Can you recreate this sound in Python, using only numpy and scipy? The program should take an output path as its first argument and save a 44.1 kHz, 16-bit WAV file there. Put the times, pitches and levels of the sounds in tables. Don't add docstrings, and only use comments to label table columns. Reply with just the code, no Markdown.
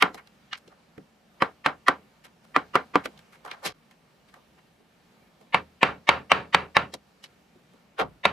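import sys
import numpy as np
from scipy import signal
from scipy.io import wavfile

SR = 44100
rng = np.random.default_rng(int(sys.argv[2]) if len(sys.argv) > 2 else 0)


def gain_from_db(level_db):
    decades = np.asarray(level_db, float) / 20
    return 10 ** decades


def unload_audio(sound):
    columns = np.transpose(np.atleast_2d(sound))
    steps = np.round(np.clip(columns, -1, 1) * 32767)
    wavfile.write(sys.argv[1], SR, steps.astype(np.int16))


N = 366912
T = np.arange(N) / SR
BAND_EDGES_HZ = 30 * 2 ** (np.arange(29) / 3)

# start in seconds, peak in dB, thud in dB, brightness in dB.
NARROW_BLOWS = [
    (0.023, -5, 3.5, 10.5),
    (1.421, -5, 5.5, -2),
    (1.661, -5.5, 1.5, 3),
    (1.882, -3, 2.5, 4),
    (2.562, -3.5, 2, -2.5),
    (2.754, -5, 4, 2.8),
    (2.956, -5, 11.5, -5.5),
]
# start in seconds, peak in dB, brightness in dB, rumble in dB,
# rumble length in seconds.
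WIDE_BLOWS = [
    (5.544, -1, -5.5, -25.5, 0.061),
    (5.83, 0, -2.5, -24.5, 0.097),
    (6.09, 0.9, 0, -24, 0.1),
    (6.317, 1.63, -0.2, -25.5, 0.11),
    (6.546, 2, -0.5, -28, 0.1),
    (6.767, 1.7, -2.5, -26, 0.086),
    (8.253, 0.7, -2.5, -26.5, 0.078),
]
# frequency in Hz, level in dB, T60 in seconds.
NARROW_MODES = [(184, -21, 0.047), (280, -16, 0.14), (437, -6.5, 0.021), (523, -6, 0.025), (740, -6, 0.013),
                (1012, 0.9, 0.06), (1160, 7, 0.054), (1380, 2.5, 0.033), (1569.7, -14, 0.013),
                (1960, 2.5, .03), (2150, -1.5, 0.01), (3210, -13.5, 0.0098), (4040, -16, 0.015),
                (5100, -23.5, 0.0069)]
# frequency in Hz, level in dB, T60 in seconds.
WIDE_MODES = [(137, -20.5, 0.081), (186, -20, 0.22), (278, -18.5, 0.13), (420, -8, .06), (555, -5, 0.057),
              (720, -4, .04), (926.7, 6.5, 0.025), (1100, 0.5, 0.052), (1360, -8, 0.03), (1690, -4, 0.03),
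              (2010, 4, 0.016), (2303, 8, 0.017), (2620, -2, 0.026), (3860, -10.5, 0.012)]
# frequency in Hz, level in dB, T60 in seconds.
BLADE_MODES = [(4500, -3, .1)]
# frequency in Hz, level in dB, T60 in seconds, rise in seconds.
BENCH_MODE = (79, -32, 0.45, .012)
# frequency in Hz, density in dB per Hz.
NARROW_CRACK = [(59, -50), (100, -22.5), (1260, -9.5), (2750, -12), (3390, -19.5), (6950, -36), (7730, -33),
                (12000, -39.5), (15500, -54)]
# frequency in Hz, density in dB per Hz.
WIDE_CRACK = [(59, -17), (100, -31.5), (898, -8.5), (2370, -1), (3320, -5.5), (3930, -6), (4660, -26),
              (9340, -25.5), (15500, -44.5)]
# frequency in Hz, density in dB per Hz.
NARROW_RUMBLE = [(24, -39), (40, -47.5), (162, -11.5), (309, -7), (472, -3), (838, 1.5), (1250, 4),
                 (3650, -17.5), (5170, -32), (10700, -37), (15500, -64)]
# frequency in Hz, density in dB per Hz.
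WIDE_RUMBLE = [(24, -65), (40, -20.5), (183, -7), (333, -14.5), (417, -5), (670, -6.5), (1190, -0.5),
               (2160, -9), (2510, -7.5), (6640, -40), (15500, -60.5)]
# frequency in Hz, share of the rumble length as a ratio.
RUMBLE_SHARE = [(60, 0.73), (200, 1.7), (1000, 1.067), (4000, 1), (12000, 0.5)]
# start in seconds, peak in dB, body resonance in Hz,
# T60 in seconds, hiss in dB.
TICKS = [(0.142, -35.5, 420, 0.12, 6.5), (0.271, -49, 2750, 0.043, 3), (0.527, -26, 2885, 0.13, -30),
         (0.528, -23, 1606, 0.1, -45), (0.674, -40.5, 323, 0.051, -10), (0.676, -50, 3500, 0.12, -10),
         (0.977, -28, 252, 0.084, -25), (0.977, -41, 1500, 0.029, -8), (3.055, -22.5, 1960, 0.044, -5),
         (3.053, -25.5, 408, 0.089, -20.5), (3.174, -45, 3500, 0.046, -8), (3.188, -49.5, 2200, 0.093, 6),
         (3.447, -37, 740, 0.26, -3.5), (3.511, -28, 2400, 0.11, -10.5), (3.909, -49.5, 1800, 0.11, 4.5),
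         (4.338, -42, 1380, 0.086, -0.5), (6.937, -29.5, 3880, 0.076, 7), (6.934, -32.5, 450, 0.11, -21),
         (7.238, -33.5, 2970, 0.094, -1.5), (7.553, -42.5, 247, 0.097, -17),
         (7.733, -45.5, 250, 0.067, -10)]
# start in seconds, level in dB, body resonance in Hz,
# T60 in seconds, hiss in dB.
SCUFFS = [(.165, -42, 1330, 0.11, -7), (.563, -56, 7000, 0.06, -12), (.697, -53, 890, 0.16, -12),
          (2.233, -51.5, 1580, 0.12, 9.5), (2.431, -63.5, 887, 0.079, 7), (3.032, -44, 1900, 0.12, 6.5),
          (3.313, -56, 1520, 0.34, 5), (3.446, -45, 918, 0.52, -10.5), (3.467, -47, 1900, 0.09, -20),
          (3.526, -41, 1100, 0.035, -12), (4.273, -61.5, 2500, 0.11, 0), (4.347, -57, 648, 0.27, -6),
          (4.566, -57.5, 1390, .08, -5), (4.782, -52, 255, .08, -17), (5.395, -56, 477, 0.19, -3),
          (7.222, -52, 5500, .08, -6)]
# start in seconds, level in dB, body resonance in Hz,
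# T60 in seconds, hiss in dB.
HAND_SWEEP = [
    (3.612, -36, 700, 0.12, -6.5),
    (3.632, -33, 3200, 0.15, 8),
    (3.625, -52, 136, 0.071, -20.1),
]
# start in seconds, level in dB, body resonance in Hz, # T60 in
# seconds, hiss in dB.
SOFT_BLOW = [
    (7.975, -17.5, 700, .13, -20),
    (7.976, -27, 2050, 0.11, -28),
    (7.982, -37.5, 81, 0.201, -36),
    (7.98, -34, 220, .2, -35),
]
# frequency in Hz, density in dB per Hz.
HUM = [(25, -15.5), (62, -5.5), (105, -13), (145, -2), (200, 2.5), (250, -6), (330, -9), (570, -8),
       (1200, -14), (2400, -17.5), (5000, -24.5), (9000, -32), (13000, -34), (15800, -41.5)]
# frequency in Hz, likeness from 0 to 1.
LIKENESS = [(50, 0.82), (150, 1), (300, 0.68), (1500, 0.3), (6000, 0.45), (14000, .78)]
# start in seconds, peak in dB.
EARLIER_BLOW = (-.05, 5.5)
# start in seconds, end in seconds, level in dB.
HANDLING = (2.4, 3.7, -61.5)
# centre in seconds, half width in seconds, depth in dB.
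GAP = (3.735, .011, -17)

TOOL_CHANGE_S = 4.5
NARROW_RUMBLE_DB, RUMBLE_PER_BRIGHT_DB, NARROW_RUMBLE_S = -26.5, 0.56, 0.06
WIDE_THUD_DB = -1
HUM_DB = -61
LINGER_DB, LINGER_T60_S = -54, 0.73
TICK_RISE_S, SCUFF_RISE_S, SWEEP_RISE_S, SOFT_BLOW_RISE_S = 0.00274, 0.021, 0.039, 0.029
SNAP_DB, SNAP_T60_S = 4.5, 0.0086


def at_hz(points, hz):
    points = np.array(points)
    return np.interp(np.log(hz), np.log(points[:, 0]), points[:, 1])


def add(out, s, x):
    i = round(s * SR)
    x = x[..., max(-i, 0):N - i]
    first = max(i, 0)
    out[..., first:first + x.shape[-1]] += x


def density(spectrum, hz):
    grid = np.arange(20, SR / 2, 20)
    rms = np.sqrt(np.mean(gain_from_db(at_hz(spectrum, grid)) ** 2))
    return gain_from_db(at_hz(spectrum, hz)) / rms


def banded_noise(envelope, width=1):
    out = 0
    white = rng.standard_normal((2, 2, N))
    for k, (low, high) in enumerate(zip(BAND_EDGES_HZ, BAND_EDGES_HZ[1:])):
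        hz = np.sqrt(low * high)
        alike = np.clip(1 - width * (1 - at_hz(LIKENESS, hz)), 0, 1)
        band = signal.butter(2, [low, high], "band", fs=SR, output="sos")
        mid, side = signal.sosfilt(band, white[k % 2] * (envelope(hz) + 1e-12))
        out = out + np.sqrt((1 + alike) / 2) * mid + np.sqrt((1 - alike) / 2) * side * [[1], [-1]]
    return out


def drift(rate):
    slow = rng.standard_normal(int(N / SR * 60) + 2)
    return np.interp(T, np.arange(len(slow)) / rate, slow)


def workshop():
    start, end, hand_db = HANDLING
    moving = np.clip(np.minimum(T - start, end - T) / 0.1, 0, 1)
    power = gain_from_db(2 * HUM_DB) + gain_from_db(2 * hand_db) * moving
    for s, db, *_ in [EARLIER_BLOW, *NARROW_BLOWS, *WIDE_BLOWS]:
        linger_db = db + LINGER_DB - 60 * np.abs(T - s) / LINGER_T60_S
        power += (T > s) * gain_from_db(2 * linger_db)
    level = np.sqrt(power)
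    together_db = 0.7 * drift(9)
    return banded_noise(lambda hz: density(HUM, hz) * level * gain_from_db(together_db + 1.2 * drift(12)))


def blows():
    narrow = []
    for row in NARROW_BLOWS:
        narrow.append((*row, NARROW_RUMBLE_DB + RUMBLE_PER_BRIGHT_DB * row[-1], NARROW_RUMBLE_S))
    wide = [(s, db, WIDE_THUD_DB, *rest) for s, db, *rest in WIDE_BLOWS]
    return narrow, wide


def ringing(modes, thud_db, bright_db, bench_db):
    t = T[:SR // 2]
    hz, db, t60, rise = BENCH_MODE
    bench = gain_from_db(db + bench_db - 60 * t / t60) * (1 - np.exp(-t / rise)) * np.sin(2 * np.pi * hz * t)
    out = np.zeros((2, len(t)))
    for (hz, db, t60), (a, b, c) in zip(modes, rng.standard_normal((len(modes), 3))):
        tilt_db = at_hz([(500, thud_db), (1200, 0), (2500, bright_db)], hz)
        place = 1 + 0.078 * b * np.array([[1], [-1]])
        wave = np.sin(2 * np.pi * hz * (1 + 0.0052 * c) * t) * place
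        out += np.sign(c) * gain_from_db(db + tilt_db + 1.5 * a - 60 * t / (0.64 * t60)) * wave
    out = out * (1 - np.exp(-t / 0.000081))
    return bench + signal.sosfilt(signal.butter(4, 115, "high", fs=SR, output="sos"), out)


def knocks():
    out = np.zeros((2, N))
    for rows, modes, bench_db in zip(blows(), (NARROW_MODES, WIDE_MODES), (-6, 1.5)):
        for s, db, thud_db, bright_db, *_ in rows:
            add(out, s + 0.0003, gain_from_db(db - 11) * ringing(modes, thud_db, bright_db, bench_db))
    return out


def blow_noise(hz):
    out, t = np.zeros(N), T[:SR // 2]
    setups = zip(blows(), (NARROW_CRACK, WIDE_CRACK), (NARROW_RUMBLE, WIDE_RUMBLE), (1.3, 1.6))
    for rows, crack, rumble, bend in setups:
        for s, db, thud_db, bright_db, rumble_db, length in rows:
            tilt_db = at_hz([(500, thud_db), (1200, 0.015), (2500, bright_db)], hz)
            sharp = gain_from_db(db + tilt_db) * density(crack, hz)
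            decay = gain_from_db(-7 - 60 * t / 0.022 * (hz / 2000) ** 0.25)
            add(out, s + 0.0004, sharp * decay * min(hz / 200, 1) ** 2)
            sink = gain_from_db(-20 * (t / (length * at_hz(RUMBLE_SHARE, hz))) ** bend) * np.minimum(t / 0.005, 1)
            add(out, s + 0.0013, gain_from_db(rumble_db) * density(rumble, hz) * sink)
    return out


def through_modes(x, modes, plain=0.77, sharpness=20):
    out = plain * x
    for hz, _, _ in modes:
        r = np.exp(-np.pi * (25 + hz / sharpness) / SR)
        gain = 0.53 * (1 - r * r) / 2
        poles = [1, -2 * r * np.cos(2 * np.pi * hz / SR), r * r]
        out = out + signal.lfilter([gain, 0, -gain], poles, x)
    return out


def cracks_and_rumbles():
    noise, change = banded_noise(blow_noise, width=0.61), round(TOOL_CHANGE_S * SR)
    narrow = through_modes(noise[:, :change], NARROW_MODES)
    wide = through_modes(noise[:, change:], WIDE_MODES)
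    wide += through_modes(wide, BLADE_MODES, plain=0, sharpness=150) * gain_from_db(14)
    return np.hstack([narrow, wide])


def touch_noise(hz):
    out, t = np.zeros(N), T[:SR // 2]
    groups = ((TICKS, -9, TICK_RISE_S), (SCUFFS, 0, SCUFF_RISE_S),
              (HAND_SWEEP, 0, SWEEP_RISE_S), (SOFT_BLOW, 0, SOFT_BLOW_RISE_S))
    for rows, gain_db, rise in groups:
        for s, db, body_hz, t60, hiss_db in rows:
            body = 2.12 * np.sqrt(1000 / body_hz) / (1 + (1.082 * np.log2(hz / body_hz)) ** 6)
            hiss = gain_from_db(hiss_db - 3 * np.log2(max(hz, 1000) / 1000)) * min(hz / 300, 1)
            swell = np.sin(np.pi / 2 * np.minimum(t / rise, 1)) ** 2
            fade = gain_from_db(-60 * np.maximum(t - rise, 0) / t60 * (hz / 1500) ** 0.18)
            if rows is TICKS:
                fade = fade + gain_from_db(SNAP_DB - 60 * np.abs(t - rise) / SNAP_T60_S)
            colour = body + hiss * np.minimum(fade, 1) ** 0.4
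            add(out, s, gain_from_db(db + gain_db) * colour * swell * fade)
    return out


def touches():
    grain = gain_from_db(3.2 * np.interp(T, np.arange(N // 50) / 400, rng.standard_normal(N // 50)))
    rubbing = banded_noise(lambda hz: grain * touch_noise(hz))
    rubbing = through_modes(rubbing, NARROW_MODES, plain=0.86)
    return signal.sosfilt(signal.cheby2(8, 30, 14000, fs=SR, output="sos"), rubbing)


def tick_rings():
    out, t = np.zeros(N), T[:SR // 5]
    detunings = rng.uniform(0.11, 0.397, (len(TICKS), 2))
    for (s, db, body_hz, t60, _), (low, high) in zip(TICKS, detunings):
        phase = 2 * np.pi * body_hz * t
        neighbours = np.sin(phase * (1 - low)) - np.sin(phase * (1 + high))
        rings = np.sin(phase) + gain_from_db(-4 - 60 * t / t60) * neighbours
        add(out, s + TICK_RISE_S / 2, gain_from_db(db - 9 - 60 * t / (0.55 * t60)) * rings)
    return out


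def scene():
    blow_sound = knocks() + cracks_and_rumbles()
    return (blow_sound + touches() + tick_rings() + workshop()) * gain_from_db(0) * np.array(CHANNEL_GAIN())


def CHANNEL_GAIN():
    return gain_from_db([[-0.25], [0.25]])


def pre_echo(x):
    count = SR // 42
    noise = rng.standard_normal((2, count))
    band = signal.butter(1, [1200, 6000], "band", fs=SR, output="sos")
    rise = np.sin(np.pi / 2 * np.arange(count) / count) ** 1.5
    spread = signal.sosfilt(band, noise + 0.5 * noise[::-1]) * rise
    spread = gain_from_db(-17) * spread / np.sqrt(np.sum(spread ** 2) / 2)
    return x + signal.fftconvolve(x, spread, axes=1)[:, count - 1:count - 1 + N]


def low_pass(x):
    return signal.sosfilt(signal.butter(12, 16470, fs=SR, output="sos"), x)


def record(dry):
    s, half_width, db = GAP
    faded = dry * gain_from_db(db * np.maximum(1 - np.abs(T - s) / half_width, 0))
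    thin = signal.sosfilt(signal.butter(2, 40, "high", fs=SR, output="sos"), faded)
    thin = signal.sosfilt(signal.cheby2(10, 50, 16200, fs=SR, output="sos"), thin)
    rounded = 1.054 * np.tanh(thin / 1.017)
    return low_pass(pre_echo(rounded))


dry = scene()
out = record(dry)
unload_audio(out)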